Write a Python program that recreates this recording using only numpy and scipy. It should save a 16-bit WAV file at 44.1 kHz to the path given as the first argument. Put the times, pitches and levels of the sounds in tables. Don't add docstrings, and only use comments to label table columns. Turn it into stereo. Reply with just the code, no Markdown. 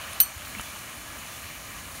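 import sys
import numpy as np
from scipy import signal
from scipy.fft import rfft, irfft
from scipy.io import wavfile
from scipy.ndimage import uniform_filter1d, map_coordinates

SR = 44100
rng = np.random.default_rng(int(sys.argv[2]) if len(sys.argv) > 2 else 0)


def undo_db(level):
    steps = np.asarray(level, float) / 20
    return 10 ** steps


def output_pcm(signal):
    pcm = np.clip(np.atleast_2d(signal).T, -1, 1) * 32767
    wavfile.write(sys.argv[1], SR, np.round(pcm).astype(np.int16))


N = 88200

TOUCHES = [
    (0.2019, -9.5),
    (0.2064, -12),
    (0.212, -17),
]


def rms_one(x):
    return x / np.sqrt(np.mean(x ** 2) + 1e-20)


def drift(rate):
    r = np.exp(-80 * np.pi * rate / SR)
    slow = signal.lfilter([1], [1, -2 * r, r * r], rng.standard_normal(N // 40 + 2002))[2000:]
    return np.interp(np.arange(N) / 40, np.arange(len(slow)), rms_one(slow - slow.mean()))


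def ring(clicks, hz, t60):
    r, w = undo_db(-60 / (t60 * SR)), 2 * np.pi * hz / SR
    return signal.lfilter([0, np.sin(w)], [1, -2 * r * np.cos(w), r * r], clicks + 1e-18)


def click(s, db):
    return undo_db(db) * (np.arange(N) == int(s * SR))


def dying(s, t60):
    t = np.arange(N) / SR - s
    return (t >= 0) * undo_db(-60 * np.maximum(t, 0) / t60)


def swell(s, width_s):
    return np.exp(-((np.arange(N) / SR - s) / width_s) ** 2)


def band(x, low_hz, high_hz):
    return signal.sosfilt(signal.butter(2, [low_hz, min(high_hz, SR / 2.2)], "band", fs=SR, output="sos"), x)


def coloured(source, spectrum, lifts, patchy_db):
    hz = np.maximum(np.fft.rfftfreq(N, 1 / SR), 1)
    points = np.array(spectrum)
    db = np.interp(np.log(hz), np.log(points[:, 0]), points[:, 1], left=-60, right=-60)
    db = db + sum(lift_db / (1 + (2 * (hz - f) / width) ** 2) for f, width, lift_db in lifts)
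    whole = rfft(source) * undo_db(db)
    together = drift(4.7)
    out = 0
    for k in range(8, 29):
        share = np.clip(1 - abs(2 * np.log2(hz) - k), 0, 1)
        flicker_db = patchy_db * (0.11 * together + drift(9.2))
        out = out + irfft(whole * share, N) * undo_db(flicker_db)
    return rms_one(out)


def water_noise():
    drops_per_s, spread_db, drop_share = 3000, 1.5, 0.25
    falls = rng.random(N) < drops_per_s / SR
    strength = undo_db(spread_db * np.minimum(rng.exponential(1, N), 5))
    drops = falls * strength * rng.choice([-1, 1], N)
    return np.sqrt(1 - drop_share) * rng.standard_normal(N) + np.sqrt(drop_share) * rms_one(drops)


def off_the_slope(spray):
    # time_s [s], delay_ms [ms]
    ground = [(0, .31), (.5, .302), (1.0, .31), (1.4, .305), (2.0, .31)]
    t = np.arange(N) / SR
    dull = signal.sosfiltfilt(signal.butter(2, 10400, fs=SR, output="sos"), spray)
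    late = t - np.interp(t, *np.transpose(ground)) / 1000
    bounce = map_coordinates(dull, [late * SR], order=5, mode="wrap")
    return rms_one(spray + 0.32 * bounce)


def hose():
    # time_s [s], jet_db [dB], spray_db [dB]
    flow = [(0.0, -39, -44.5), (0.12, -40.5, -43.5), (0.25, -41, -44), (0.48, -40.5, -42.5),
            (0.61, -41, -42.5), (0.8, -42.5, -44.5), (1.04, -44, -45.5), (1.18, -42.5, -45.5),
            (1.37, -43, -44), (1.5, -43, -44.5), (1.62, -44, -45.5), (1.75, -42.5, -45),
            (1.86, -44.5, -44.5), (2.0, -44.5, -44.5)]
    # pitch_hz [Hz], level_db [dB per Hz]
    jet_colour = [(300, -10.5), (450, -12), (700, -8), (1100, -5.5), (2500, -3.5), (3400, -10.5),
                  (4200, -11), (6000, -35.5)]
    # pitch_hz [Hz], level_db [dB per Hz]
    spray_colour = [(3000, -19.5), (4200, -1.5), (5000, -3), (6500, -3), (8000, -4), (10500, -4.5),
                    (12000, -4), (15800, -8)]
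    # pitch_hz [Hz], width_hz [Hz], lift_db [dB]
    nozzle = [(641, 184, 6.5), (1166, 360, 6), (1677, 74, 4.5), (1885, 27, 6), (2364, 230, 3.5),
              (2978, 220, 7.5), (3460, 31, 10), (6160, 600, -2), (8980, 1300, 2.5)]
    t = np.arange(N) / SR
    s, jet_db, spray_db = np.transpose(flow)
    water = water_noise()
    jet = coloured(water, jet_colour, nozzle, patchy_db=1.0)
    spray = off_the_slope(coloured(water[::-1], spray_colour, nozzle, patchy_db=0.83))
    return undo_db(np.interp(t, s, jet_db)) * jet + undo_db(np.interp(t, s, spray_db)) * spray


def whistles():
    # pitch_hz [Hz], width_hz [Hz], level_db [dB]
    whistle_modes = [(1056, 23, -64.5), (1207, 76, -60), (1692, 45, -61.5), (1895, 23, -66),
                     (2325, 49, -61), (4240, 130, -74.5), (6180, 120, -62.5), (6740, 130, -62),
                     (6980, 110, -67), (9430, 130, -68), (9800, 140, -61)]
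    out = 0
    for hz, width, db in whistle_modes:
        tone = rms_one(ring(rng.standard_normal(N), hz, 2.0 / width))
        out = out + undo_db(db + 4 * drift(6)) * tone
    return out


def rumble():
    # pitch_hz [Hz], level_db [dB per Hz]
    rumble_colour = [(12, -53), (20, -37), (35, -12), (60, -2), (94, -3.5), (151, -10.5), (273, -9),
                     (414, -23), (500, -18.5), (650, -17), (1100, -120)]
    # time_s [s], level_db [dB]
    gust = [(0.0, -52.5), (0.2, -53), (.33, -51), (.37, -56), (.41, -50), (.7, -52), (.85, -53.5),
            (1.1, -51), (1.25, -53), (1.4, -53), (2.0, -51)]
    gust_db = np.interp(np.arange(N) / SR, *np.transpose(gust))
    return undo_db(gust_db + 3.5) * coloured(rng.standard_normal(N), rumble_colour, [], patchy_db=0.76)


def partings():
    # centre_s [s], low_hz [Hz], high_hz [Hz], level_db [dB]
    patches = [(.026, 5100, 7000, -52), (.026, 9000, 10400, -55), (.049, 7600, 9700, -53),
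               (.049, 11700, 13200, -56), (.560, 12400, 13900, -58), (.769, 11000, 12500, -58),
               (1.79, 6200, 8300, -55), (1.79, 14500, 15900, -60), (1.93, 10300, 11800, -58)]
    length_s = 0.038
    t, hz = np.arange(N) / SR, np.fft.rfftfreq(N, 1 / SR)
    white = rfft(rng.standard_normal(N))
    side = 0
    for s, low_hz, high_hz, db in patches:
        patch = rms_one(irfft(white * (hz > low_hz) * (hz < high_hz), N))
        side = side + undo_db(db) * np.cos(np.pi * np.clip((t - s) / length_s, -.5, .5)) * patch
    return side * np.array([[1], [-1]])


def bumps():
    # centre_s [s], level_db [dB], pitch_hz [Hz], width_s [s]
    soft_bumps = [(.3722, -32.5, 76, .010), (.602, -40, 55, .014), (.23, -41, 45, .018),
                  (.577, -38, 215, .012), (.597, -38, 230, .008), (1.755, -42, 60, .018),
                  (1.1, -46, 75, .018), (1.46, -44, 88, .02), (.105, -44, 90, .02)]
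    t = np.arange(N) / SR
    return sum(undo_db(db) * swell(s, width) * np.cos(2 * np.pi * hz * (t - s)) for s, db, hz, width in soft_bumps)


def knocks():
    # start_s [s], peak_db [dB], pitch_hz [Hz], t60_s [s]
    short_knocks = [(.5966, -21, 1300, 0.0079), (0.52, -31, 5000, .002), (.5966, -31, 3000, 0.033),
                    (.5972, -31, 144, 0.021), (0.52, -60, 390, 0.011), (.585, -31, 2700, 0.058),
                    (0.41, -27.5, 3130, .005), (0.55, -26, 2230, 0.023), (0.76, -37, 900, 0.029),
                    (.1333, -23.5, 9700, 0.0056), (0.15, -33, 14000, .003), (.1311, -33, 6000, .003),
                    (.2195, -45, 3600, .02), (.2026, -24, 4550, 0.0088), (.2066, -27, 2000, .004),
                    (.2123, -25, 1750, 0.0045), (.5964, -31, 850, 0.0019)]
    return sum(ring(click(s, db), hz, t60) for s, db, hz, t60 in short_knocks)


def ticks():
    # start_s [s], level_db [dB], centre_hz [Hz], t60_s [s]
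    light_ticks = [(0.1316, -37, 4040, .01), (.3800, -37.5, 10500, 0.01), (0.381, -37, 1500, .012),
                   (0.4203, -34.5, 2600, 0.032), (0.451, -35.5, 4000, 0.03), (.471, -34, 1800, .02),
                   (.6120, -29.5, 9500, .01), (1.275, -30, 3000, 0.0053)]
    noise = rng.standard_normal(N)
    out = 0
    for s, db, hz, t60 in light_ticks:
        out = out + undo_db(db) * dying(s, t60) * rms_one(band(noise, hz / 1.6, hz * 1.25))
    return out


def struck_modes():
    mode_hz = [1555, 3018, 3950, 4300, 6050, 7000, 8780, 9500, 10800, 15445]
    # t60_s [s], first_db [dB], second_db [dB], third_db [dB]
    modes = [(0.024, -31, -34, -34), (0.061, -41, -34, -29.5), (0.011, -15, -22, -28),
             (0.014, -14, -25, -21), (0.013, -16, -40, -36), (0.0098, -17.5, -36, -26),
             (0.046, -11.5, -15.5, -42), (0.014, -17, -22, -22), (0.014, -21, -20.5, -42),
             (0.047, -24, -10, -27)]
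    contact_s = 0.0032
    out = 0
    for hz, (t60, *strengths) in zip(mode_hz, modes):
        strikes = sum(click(s, db) for (s, _), db in zip(TOUCHES, strengths))
        contact = ring(strikes, hz, contact_s)
        out = out + ring(contact, hz, t60) * 2 * np.log(1000) / (contact_s * SR)
    return out


def crack():
    burst = sum(undo_db(db) * dying(s, 0.0099) for s, db in TOUCHES) * rng.standard_normal(N)
    low_hz, high_hz = 2170, 12700
    return band(band(burst, low_hz, high_hz), low_hz, high_hz)


def main_mode():
    main_hz, main_db, main_t60_s = 13127, -6.5, 0.093
    neighbour_share, neighbour_t60_s, neighbour_beats_hz, neighbour_swell_s = 0.95, 0.079, -203, .2037
    twin_share, twin_beats_hz, twin_swell_s = 0.54, -43, .2154
    t = np.arange(N) / SR
    first, last = TOUCHES[0][0], TOUCHES[-1][0]
    neighbour = np.exp(2j * np.pi * neighbour_beats_hz * (t - neighbour_swell_s))
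    neighbour = neighbour_share * dying(first, neighbour_t60_s) * neighbour
    twin = np.exp(2j * np.pi * twin_beats_hz * (t - twin_swell_s))
    twin = twin_share * np.clip((t - last) / 0.0048, 0, 1) * twin
    rise = np.clip((t - first) / 0.00082, 0, 1)
    tone = (np.exp(2j * np.pi * main_hz * t) * (1 + neighbour + twin)).real
    return undo_db(main_db) * rise * dying(first, main_t60_s) * tone


def free_ring():
    free_hz = [4363, 6033, 8590, 8913, 12260, 13110, 15430]
    # t60_s [s], level_db [dB], beats_hz [beats per s], swell_s [s], twin_share [ratio]
    free_modes = [(0.33, -37.5, 7, 0.26, 0.37), (0.16, -27.5, 19.5, 0.232, 0.57),
                  (0.19, -25.5, 16, 0.238, .3), (0.13, -22.5, -24, 0.2366, 0.97),
                  (0.19, -28, -32, 0.2, 0.35), (0.1, -30, 30, 0.226, .9), (.075, -26, 46, 0.27, .4)]
    t = np.arange(N) / SR
    start = TOUCHES[-1][0]
    out = 0
    for hz, (t60, db, beats, swell_s, twin) in zip(free_hz, free_modes):
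        pair = np.exp(2j * np.pi * hz * t) * (1 + twin * np.exp(2j * np.pi * beats * (t - swell_s)))
        out = out + undo_db(db) * dying(start, t60) * pair.real
    return out * np.clip((t - start) / 0.0023, 0, 1)


def afterring():
    # pitch_hz [Hz], level_db [dB], t60_s [s]
    tails = [(4363, -50, 0.4), (6033, -42, .45), (12260, -45, .3), (8590, -46, .5), (8913, -51, .45),
             (13110, -33, .25), (15436, -40, .2)]
    start = click(TOUCHES[-1][0], 0)
    return sum(undo_db(db + 3.5 * drift(25)) * ring(start, hz, t60) for hz, db, t60 in tails)


def jingles():
    # start_s [s], level_db [dB], pitch_hz [Hz], t60_s [s]
    retouches = [(.292, -42, 8590, .045), (.3, -42, 8913, .035), (.298, -47, 4363, .03),
                 (.341, -40, 13110, .03), (.453, -41, 15436, .03), (.453, -39, 12262, .025),
                 (.453, -42, 4363, .025), (.474, -43, 15436, .04)]
    return sum(ring(ring(click(s, db), hz, t60), hz, 0.036) / 60 for s, db, hz, t60 in retouches)


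def rustle():
    return undo_db(-42) * swell(.604, 0.012) * rms_one(band(rng.standard_normal(N), 600, 2700))


def scene():
    background = hose() + whistles() + rumble()
    handling = bumps() + knocks() + ticks() + rustle()
    metal_clip = struck_modes() + crack() + main_mode() + free_ring() + afterring() + jingles()
    return np.tile(background + handling + metal_clip, (2, 1))


def gain_control(dry):
    threshold_db, duck_share, recover_db_per_s, lag_s = -31.5, 0.23, 23.5, 0.13
    t = np.arange(N) / SR
    level_db = 10 * np.log10(uniform_filter1d(dry[0] ** 2, size=88) + 1e-12)
    over = np.maximum(level_db - threshold_db, 0) * duck_share
    duck_db = np.maximum.accumulate(over + recover_db_per_s * t) - recover_db_per_s * t
    lag = np.exp(-1 / (lag_s * SR))
    duck_db = signal.lfilter([1 - lag], [1, -lag], duck_db)
    return dry * undo_db(-duck_db)


def band_limit(x):
    return signal.sosfilt(signal.butter(12, 17120, fs=SR, output="sos"), x)


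def record(dry):
    overload = .66
    rounded = overload * np.tanh(gain_control(dry) / overload)
    top_cut = signal.ellip(12, .5, 70, 15750, fs=SR, output="sos")
    mix = signal.sosfilt(top_cut, rounded) + partings()
    return band_limit(mix)


dry = scene()
out = record(dry)
output_pcm(out)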